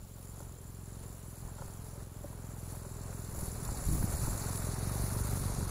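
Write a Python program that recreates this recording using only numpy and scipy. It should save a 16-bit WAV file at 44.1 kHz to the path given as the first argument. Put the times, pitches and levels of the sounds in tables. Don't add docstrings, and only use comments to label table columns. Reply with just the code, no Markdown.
import sys
import numpy as np
from scipy import signal
from scipy.io import wavfile
from scipy.ndimage import uniform_filter1d

SR = 44100
rng = np.random.default_rng(int(sys.argv[2]) if len(sys.argv) > 2 else 0)


def file_out(sig):
    cols = np.atleast_2d(sig).T
    lim = np.clip(cols, -1, 1)
    pcm = np.round(lim * 32767).astype(np.int16)
    wavfile.write(sys.argv[1], SR, pcm)


def field_ratio(decibels):
    return 10 ** (np.asarray(decibels, dtype=float) / 20)


N = 251370
TIME = np.arange(N) / SR
TURN_S = 4.73

# time in seconds, nearness of the machine in dB, throttle in dB.
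APPROACH = [(0.0, -17.5, 0), (.3, -13, 1.5), (.55, -14.5, 1), (.87, -14, 2), (1.0, -11, 0.5),
            (1.23, -12, 1), (1.65, -11, 2), (2.05, -16.5, 5), (2.17, -14, 3.5), (2.62, -11, 3.5),
            (2.9, -9.5, 3), (3.3, -6.5, 2.5), (3.75, -1.5, 0), (3.95, -1.5, 0), (4.17, 1, 1),
            (4.75, 0.5, 4), (5.33, 1.5, 4), (5.7, 0.5, 2)]


def evened(x):
    return x / np.sqrt(np.mean(x ** 2) + 1e-20)


def column(rows, count):
    rows = np.array(rows)
    return np.interp(TIME, rows[:, 0], rows[:, count])


def bell(t, centre, width):
    return np.exp(-((t - centre) / width) ** 2)


def bumps(events):
    t = np.arange(0, N + 64, 64) / SR
    total = sum(height * np.exp(-2 * ((t - s) / length) ** 2) for s, height, length in events)
    return np.interp(TIME, t, total)


def wander(size):
    once = uniform_filter1d(rng.standard_normal(N), size=size)
    return evened(uniform_filter1d(once, size=size))


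def blurred(x, bins, frames):
    return uniform_filter1d(uniform_filter1d(x, size=bins, axis=-2), size=frames, axis=-1)


def turned(t, spread_s):
    return .5 + .5 * np.tanh((t - TURN_S) / spread_s)


def zero_phase(x, order, hz, kind):
    return signal.sosfiltfilt(signal.butter(order, hz, kind, fs=SR, output="sos"), x)


def lifted(x, kind, hz, lift_db):
    return x + (field_ratio(lift_db) - 1) * zero_phase(x, 2, hz, kind)


def noise(points, size, patchy_db, flicker_db, later=((0, 0), (1, 0))):
    hz = np.fft.rfftfreq(size, 1 / SR)
    real, imaginary, patches = rng.standard_normal((4 * N // size + 5, len(hz), 3)).T
    flicker = evened(uniform_filter1d(patches[0], size=5))
    patches = evened(blurred(patches, 9, 12))
    f, db = np.transpose(points)
    shape = np.interp(np.log(hz + 1), np.log(f + 1), db, left=-90, right=-90)[:, None]
    frame_s = np.arange(real.shape[1]) * size / 4 / SR
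    change_db = np.interp(hz, *np.transpose(later))[:, None]
    shape = shape + turned(frame_s, spread_s=.3) * change_db
    z = (real + 1j * imaginary) * field_ratio(shape + patchy_db * patches + flicker_db * flicker)
    return evened(signal.istft(z, nperseg=size, noverlap=3 * size // 4)[1][:N])


def ringing(modes, size):
    t = np.arange(size) / SR
    return sum(field_ratio(db - 60 * t / t60) * np.sin(2 * np.pi * hz * t) for hz, db, t60 in modes)


# time in seconds, engine cycles per second.
SPEED = [(0.0, 22.92), (0.21, 22.04), (0.33, 22.96), (0.5, 21.82), (1.16, 22.62), (1.28, 20.85),
         (1.42, 21.73), (2.79, 21.31), (2.95, 20.41), (3.06, 22.09), (3.46, 20.54), (3.88, 21.38),
         (4.15, 21.02), (4.32, 22.75), (4.77, 21.08), (4.88, 23.84), (5.34, 24.1), (5.7, 22.96)]


def crank():
    start_cycle = -.515
    return start_cycle + np.cumsum(column(SPEED, count=1)) / SR


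def firings(cycles, place, spread_db, jitter_s):
    at = np.flatnonzero(np.diff(np.floor(cycles - place)) > 0)
    chance = rng.standard_normal((200, 2))[:len(at)]
    late = np.round(jitter_s * SR * chance[:, 0]).astype(int)
    train = np.zeros(N)
    train[np.clip(at + late, 0, N - 1)] = field_ratio(spread_db * chance[:, 1])
    return train


# time in seconds, level change in dB.
UNEVEN = [(.073, -5), (.474, -4), (.566, -5), (.974, 1), (1.193, -4), (1.263, 1), (1.359, -12), (1.752, -3),
          (2.073, -3.5), (2.145, -10), (2.636, 2), (2.894, -5), (3.779, -8), (4.375, -4), (4.464, 2),
          (4.602, -2.5), (4.764, -10), (5.108, -3), (5.235, -2), (5.46, 3), (5.548, -5)]


def exhaust(cycles):
    t = np.arange(2600) / SR
    turns = 95 * t + .42 * (1 - np.exp(-t / .0018))
    boom = -np.sin(2 * np.pi * turns) * (t / .0042 * np.exp(1 - t / .0042)) ** 1.05
    boom += .1 * bell(t, .017, .005) + .17 * bell(t, .022, .0022) - .14 * bell(t, .005, .0055)
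    swell = .12 * bell(t, .011, .006) + .26 * bell(t, .029, .012) + .16 * bell(t, .0262, .0025)
    dip = swell - bell(t, .02, .0021)
    chamber = 0.056 * np.sin(2 * np.pi * 395 * t) * np.exp(-t / 0.02)

    near_clicks = firings(cycles, .015, spread_db=.8, jitter_s=.0002)
    far_clicks = firings(cycles, .673, spread_db=1.0, jitter_s=.0003)
    beats = signal.oaconvolve(near_clicks, boom + chamber)
    far = signal.oaconvolve(far_clicks, dip + np.roll(chamber, 800))
    beats += field_ratio(-1.4) * np.roll(far, -round(.02 * SR))
    beats = zero_phase(beats, 2, 28, "high")[:N]

    level_db = -40.5 + 0.6 * column(APPROACH, count=1) + column(APPROACH, count=2)
    uneven_db = bumps([(s, db, .018) for s, db in UNEVEN])
    return field_ratio(level_db + uneven_db) * evened(beats)


# place in the engine cycle 0-1, length in cycles, hiss in dB, crunch in dB.
VALVES = [
    (.16, 0.21, 2, 0),
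    (.56, 0.2, 2, 2.5),
    (.83, 0.042, 2, 2.5),
]


def valve_gate(cycles, count):
    luck = 1 + .45 * rng.standard_normal((200, 3))
    gate_db = np.zeros(N)
    for k, row in enumerate(VALVES):
        since = cycles + 2 - row[0]
        u = since % 1 / row[1]
        gate_db += row[count] * luck[since.astype(int), k] * 4 * u * np.exp(1 - 4 * u) ** 1.15
    return evened(field_ratio(gate_db))


# time in seconds, length in seconds, rattle in dB, tappet in dB.
RUTS = [(0.287, 0.037, -0.5, 7), (0.407, 0.072, 3.5, 4.5), (0.548, 0.23, -1.5, 3),
        (1.654, 0.063, 2.5, -0.5), (1.905, 0.11, 4.5, 1), (2.027, 0.057, 6, -7), (2.275, 0.048, 2, -9),
        (2.72, 0.11, 4.5, -8), (3.0, .06, 1.5, -2), (3.417, 0.082, 2.5, 1.5), (3.857, 0.026, 1.5, 10),
        (3.939, 0.028, 3.5, 7), (4.073, 0.017, -2, -9), (4.134, 0.018, 2, 7), (4.333, 0.089, -0.5, 1.5),
        (5.036, 0.1, 1, 6), (5.234, 0.014, -1.5, -2), (5.67, 0.017, -1, 2)]


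def shaking(count):
    return bumps([(row[0], row[count], row[1]) for row in RUTS])


# frequency in Hz, density in dB per Hz.
HISS = [(1500, -27), (2300, -11), (3050, -23.5), (3700, -10), (4400, -4.5), (5060, -9), (6200, -5),
        (6800, -2), (7750, 0), (8300, -11), (9000, -2), (10000, 4), (14300, -10), (15300, -4), (15800, -17)]
# frequency in Hz, change in dB.
AWAY = [(2300, -4.5), (3050, 1.5), (4400, -1), (5060, 0.5), (6800, -0.5), (7950, -6.5), (8400, 3),
        (9500, -1)]
# peak in seconds, lift in dB, length in seconds.
AIRY = [
    (.5, 0, .3),
    (1.8, 2, .2),
    (4.0, 2.5, .35),
    (5.4, 4.5, 0.18),
]


def hiss(cycles):
    level_db = -46 + column(APPROACH, count=1) + shaking(count=2)
    top_db = -2.5 - 2 * turned(TIME, spread_s=0.066) + bumps(AIRY)
    top_db = top_db + 2.5 * wander(round(0.18 * SR))
    wide = field_ratio(level_db + 0.5) * noise(HISS, size=256, patchy_db=1.5, flicker_db=0.97, later=AWAY)
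    wide = lifted(wide, "low", 7900, 0.15 * (level_db + 51.0))
    return valve_gate(cycles, count=2) * lifted(wide, "high", 11200, top_db)


# frequency in Hz, level in dB, t60 in seconds.
HEAD = [(6900, 7.5, 0.0092), (7120, 2.5, 0.031), (7270, 1.5, 0.043), (7550, 1.5, 0.03), (7820, -4, 0.03),
        (9600, 0, 0.016), (9860, 2, 0.032)]
# place in two engine cycles 0-1, level in dB.
TICKS = [
    (.09, -0.5),
    (.2, -0.5),
    (.3, 1.5),
    (.43, -2),
    (.59, 0),
    (.68, -17),
    (.8, -2),
    (.925, 1),
]


def tappets(cycles):
    ticks = np.zeros(N)
    for mode in HEAD:
        train = np.zeros(N)
        for place, db in TICKS:
            train += field_ratio(db) * firings(cycles / 2, place, spread_db=5.0, jitter_s=0.0014)
        ticks += signal.oaconvolve(train, ringing([mode], size=1500))[:N]
    shade_db = -27 * turned(TIME, spread_s=0.066)
    level_db = -54.5 + 0.77 * column(APPROACH, count=1) + shade_db + shaking(count=3)
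    return field_ratio(level_db) * evened(ticks)


# frequency in Hz, density in dB per Hz.
CRUNCH = [(150, -24), (260, -1.5), (330, -12.5), (400, 1.5), (480, -6), (570, -4.5), (700, -7),
          (1000, -7.5), (1400, -11), (2000, -18.5), (2700, -24.5), (3300, -37)]
# peak in seconds, crunch in dB, length in seconds.
STONY = [
    (.1, -2.5, 0.094),
    (1.48, 2.5, 0.033),
    (1.85, 0.5, .2),
    (2.3, 2.5, 0.65),
    (3.1, 3, 0.11),
    (3.55, 0, 0.082),
    (4.35, 1.5, 0.22),
    (4.85, 2, 0.096),
    (5.68, 1.5, 0.061),
]


def gravel(cycles):
    wash = valve_gate(cycles, count=3) * noise(CRUNCH, size=1024, patchy_db=0.17, flicker_db=0.88)
    strength = field_ratio(7.5 * np.minimum(rng.exponential(1, N), 3))
    strength = strength * (rng.random(N) < 260 / SR)
    stone, t, ticks = rng.integers(0, 12, N), np.arange(500) / SR, np.zeros(N)
    for k, hz in enumerate(np.geomspace(420, 1500, 12)):
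        ring = np.sin(2 * np.pi * hz * t) * np.exp(-t * hz / 3.7)
        ticks += signal.oaconvolve(strength * (stone == k), ring)[:N]
    level_db = -48.5 + 0.94 * column(APPROACH, count=1) + 0.66 * shaking(count=2) + bumps(STONY)
    wash = lifted(wash, "low", 990, -.25 * (level_db + 57.0))
    return field_ratio(level_db + 1.0) * (wash + field_ratio(-10.5) * evened(ticks))


# frequency in Hz, density in dB per Hz.
BUFFET = [(5, -9), (12, 1.5), (30, -4), (60, 2), (100, -4.5), (150, -7), (200, -9.5), (280, -20),
          (400, -22), (600, -75)]
# peak in seconds, peak level in dB, length in seconds.
GUSTS = [(0.0, -60, 0.14), (0.436, -66, 0.11), (1.454, -50, 0.083), (1.666, -49.5, 0.14),
         (1.967, -54.5, 0.26), (3.39, -49, 0.11), (3.73, -42.5, 0.4), (3.992, -38, 0.18),
         (4.238, -38, 0.18), (4.71, -53, 0.41), (5.127, -46.5, .13), (5.365, -40, 0.11),
         (5.603, -41.5, 0.12)]


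def buffet():
    lumps = wander(500)
    calm = field_ratio(-53 + 0.52 * column(APPROACH, count=1))
    strength = calm + bumps([(s, field_ratio(db), length) for s, db, length in GUSTS])
    air = field_ratio(3.7 * lumps) * noise(BUFFET, size=8192, patchy_db=2.0, flicker_db=-1.5)
    return strength * evened(air)


# frequency in Hz, level in dB.
WHINE = [(13701, -74.5)]


def whine():
    return sum(np.sqrt(2) * field_ratio(db) * np.sin(2 * np.pi * hz * TIME) for hz, db in WHINE)


# frequency in Hz, density in dB per Hz.
FLOOR = [(300, -1), (1500, -8.5), (3000, 1), (8000, -3.5), (15800, 1.5)]


def self_noise():
    return field_ratio(-65.5) * noise(FLOOR, size=1024, patchy_db=1.7, flicker_db=-0.7)


# start in seconds, ring peak in dB, click above the ring in dB,
# low clunk above the ring in dB.
KNOCKS = [(0.4022, -40.5, 5.5, -4.5), (.425, -57, 13, -6), (1.583, -45, 9, -10), (1.591, -45, 7, -8),
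          (1.5945, -50, 8, -10), (1.6105, -56, 8, -12), (1.6146, -54, 10, -12), (1.62, -39.5, 9.5, -26),
          (1.929, -45, -15, -14), (1.959, -43, 1, -9), (2.2411, -32, -20, -5), (2.849, -43, 5, -18),
          (3.345, -40, 3, -5), (3.39, -38.5, 2, -16), (3.667, -57, 14, -10), (3.689, -52.5, 22, -6),
          (3.933, -52, -4, 16), (4.026, -46, 14.5, -17), (4.042, -45.5, 1, 14.5), (4.147, -38, -8, -13),
          (4.281, -39, 4, -16), (4.816, -50, -11, -15), (4.95, -52, 14, -2), (5.189, -57, 20.5, -2),
          (5.37, -38.5, 7, -14)]
# frequency in Hz, level in dB, t60 in seconds.
GUARD = [(320, 0, .055), (440, -6, .025), (571, -1, .055), (727, -8, .03), (860, -4, .012), (960, 1, .011),
         (1150, -7, .01), (1335, -4, .017), (1600, -13, .009)]


def knocks():
    out, t = np.zeros(N + 4000), np.arange(4000) / SR
    for s, db, click_db, clunk_db in KNOCKS:
        extra_db = [clunk_db, clunk_db, 0, 0] + 5 * [click_db]
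        modes = [(hz, d + extra, t60) for (hz, d, t60), extra in zip(GUARD, extra_db)]
        rise_s = 0.00073 * field_ratio(-.3 * min(click_db, 0))
        ring = ringing(modes, size=4000) * (1 - bell(t, 0, rise_s))
        out[round(s * SR):][:len(t)] += field_ratio(db) * ring
    return signal.sosfilt(signal.butter(4, 1500, fs=SR, output="sos"), out[:N])


# centre in seconds, peak in dB, pitch in Hz.
PUFFS = [(1.069, -57, 105), (1.465, -46, 30), (1.6382, -43, 60), (1.69, -45, 128), (1.997, -55, 70),
         (2.643, -45, 50), (3.058, -58, 55), (3.329, -37, 60), (3.386, -33.5, 45.3), (3.427, -36, 153),
         (3.633, -32, 111), (3.692, -33, 65), (3.876, -27, 55), (3.939, -26, 120), (4.0305, -28, 101),
         (4.042, -23.5, 136), (4.096, -34, 87), (4.141, -25.5, 73), (4.222, -33, 88), (4.3, -30, 67),
         (4.644, -38, 93), (4.772, -43, 100), (5.017, -36, 70), (5.093, -53, 64.7), (5.221, -28.5, 70),
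         (5.333, -33, 60), (5.411, -35, 85), (5.468, -35, 70)]


def puffs():
    out, t = np.zeros(N), np.arange(-2000, 2000) / SR
    for s, db, hz in PUFFS:
        push = np.cos(2 * np.pi * hz * t) * np.exp(-(1.96 * hz * t) ** 2)
        out[round(s * SR) - 2000:][:len(t)] += field_ratio(db) * push
    return out


# start in seconds, peak in dB, pitch in Hz.
PINGS = [(1.433, -46, 810), (1.484, -46, 993), (2.326, -43, 996), (2.694, -46, 525), (2.761, -46, 614),
         (2.891, -49, 560), (2.987, -44, 964), (3.124, -45, 553), (3.457, -45, 525), (3.554, -40, 725),
         (3.658, -38, 1050), (3.744, -36, 860), (3.822, -43, 568), (3.911, -53, 530), (4.12, -51, 940),
         (4.271, -33.5, 887), (4.349, -42, 580), (4.667, -37, 597), (4.849, -41, 1250), (4.895, -33, 1230),
         (4.93, -39, 1100), (4.964, -33.5, 790), (5.021, -41, 774), (5.049, -43, 746), (5.063, -39, 527),
         (5.121, -45, 970), (5.172, -41, 786), (5.199, -40, 1080), (5.23, -36, 1460), (5.314, -45, 786),
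         (5.441, -45, 520), (5.597, -38, 525), (5.609, -35, 958)]


def pings():
    out, t = np.zeros(N + 2000), np.arange(2000) / SR
    rise = np.minimum(t / 0.0015, 1)
    for s, db, hz in PINGS:
        ring = np.sin(2 * np.pi * hz * t) * np.exp(-t * hz / 7)
        out[round(s * SR):][:len(t)] += field_ratio(db - 5.5) * ring * rise
    return out[:N]


def scene():
    cycles = crank()
    engine = exhaust(cycles) + hiss(cycles) + tappets(cycles)
    ground = gravel(cycles) + knocks() + pings()
    microphone = buffet() + puffs() + whine() + self_noise()
    return (engine + ground + microphone)[None]


def band_limit(x):
    return signal.sosfilt(signal.butter(12, 16520, fs=SR, output="sos"), x)


# frequency in Hz, margin to the local level in dB.
MARGIN = [(2000, -60), (2500, -7), (3000, -5), (5200, -3.6), (7000, -5.5), (8300, -6), (10500, -7),
          (12800, -4), (14000, -3), (14600, -2.2), (15100, -2.8), (15600, -4.5)]
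SPARSE_S = [1.21, 1.53, 1.92, 2.72, 3.0, 3.21, 3.67, 4.14, 4.44, 4.51, 4.625, 4.82, 4.91, 5.67]


def record(dry):
    hz, t, z = signal.stft(dry, SR, nperseg=1024, noverlap=768)
    power = abs(z) ** 2
    around = blurred(power, 30, 16)
    margin_db = np.interp(hz, *np.transpose(MARGIN))[:, None]
    kept = blurred(power, 7 - 3, 7) > around * field_ratio(2 * margin_db + .2)

    sparse_time = abs(t[:, None] - SPARSE_S).min(axis=1) < .011
    treble = (hz[:, None] > 4500) & (hz[:, None] < 11500)
    strong_line = blurred(power, 3, 4) > around * field_ratio(2 * -2.2)
    kept &= ~(sparse_time & treble) | strong_line

    below_edge = (hz < 15745)[:, None]
    thinned = signal.istft(z * np.maximum(kept, .03) * below_edge, SR, nperseg=1024, noverlap=768)[1][:, :N]
    top = zero_phase(thinned, 8, 11600, "high")
    thinned = thinned - top * np.exp(-((TIME - 5.2305) / .0065) ** 6)
    return band_limit(thinned)


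dry = scene()
out = record(dry)
file_out(out)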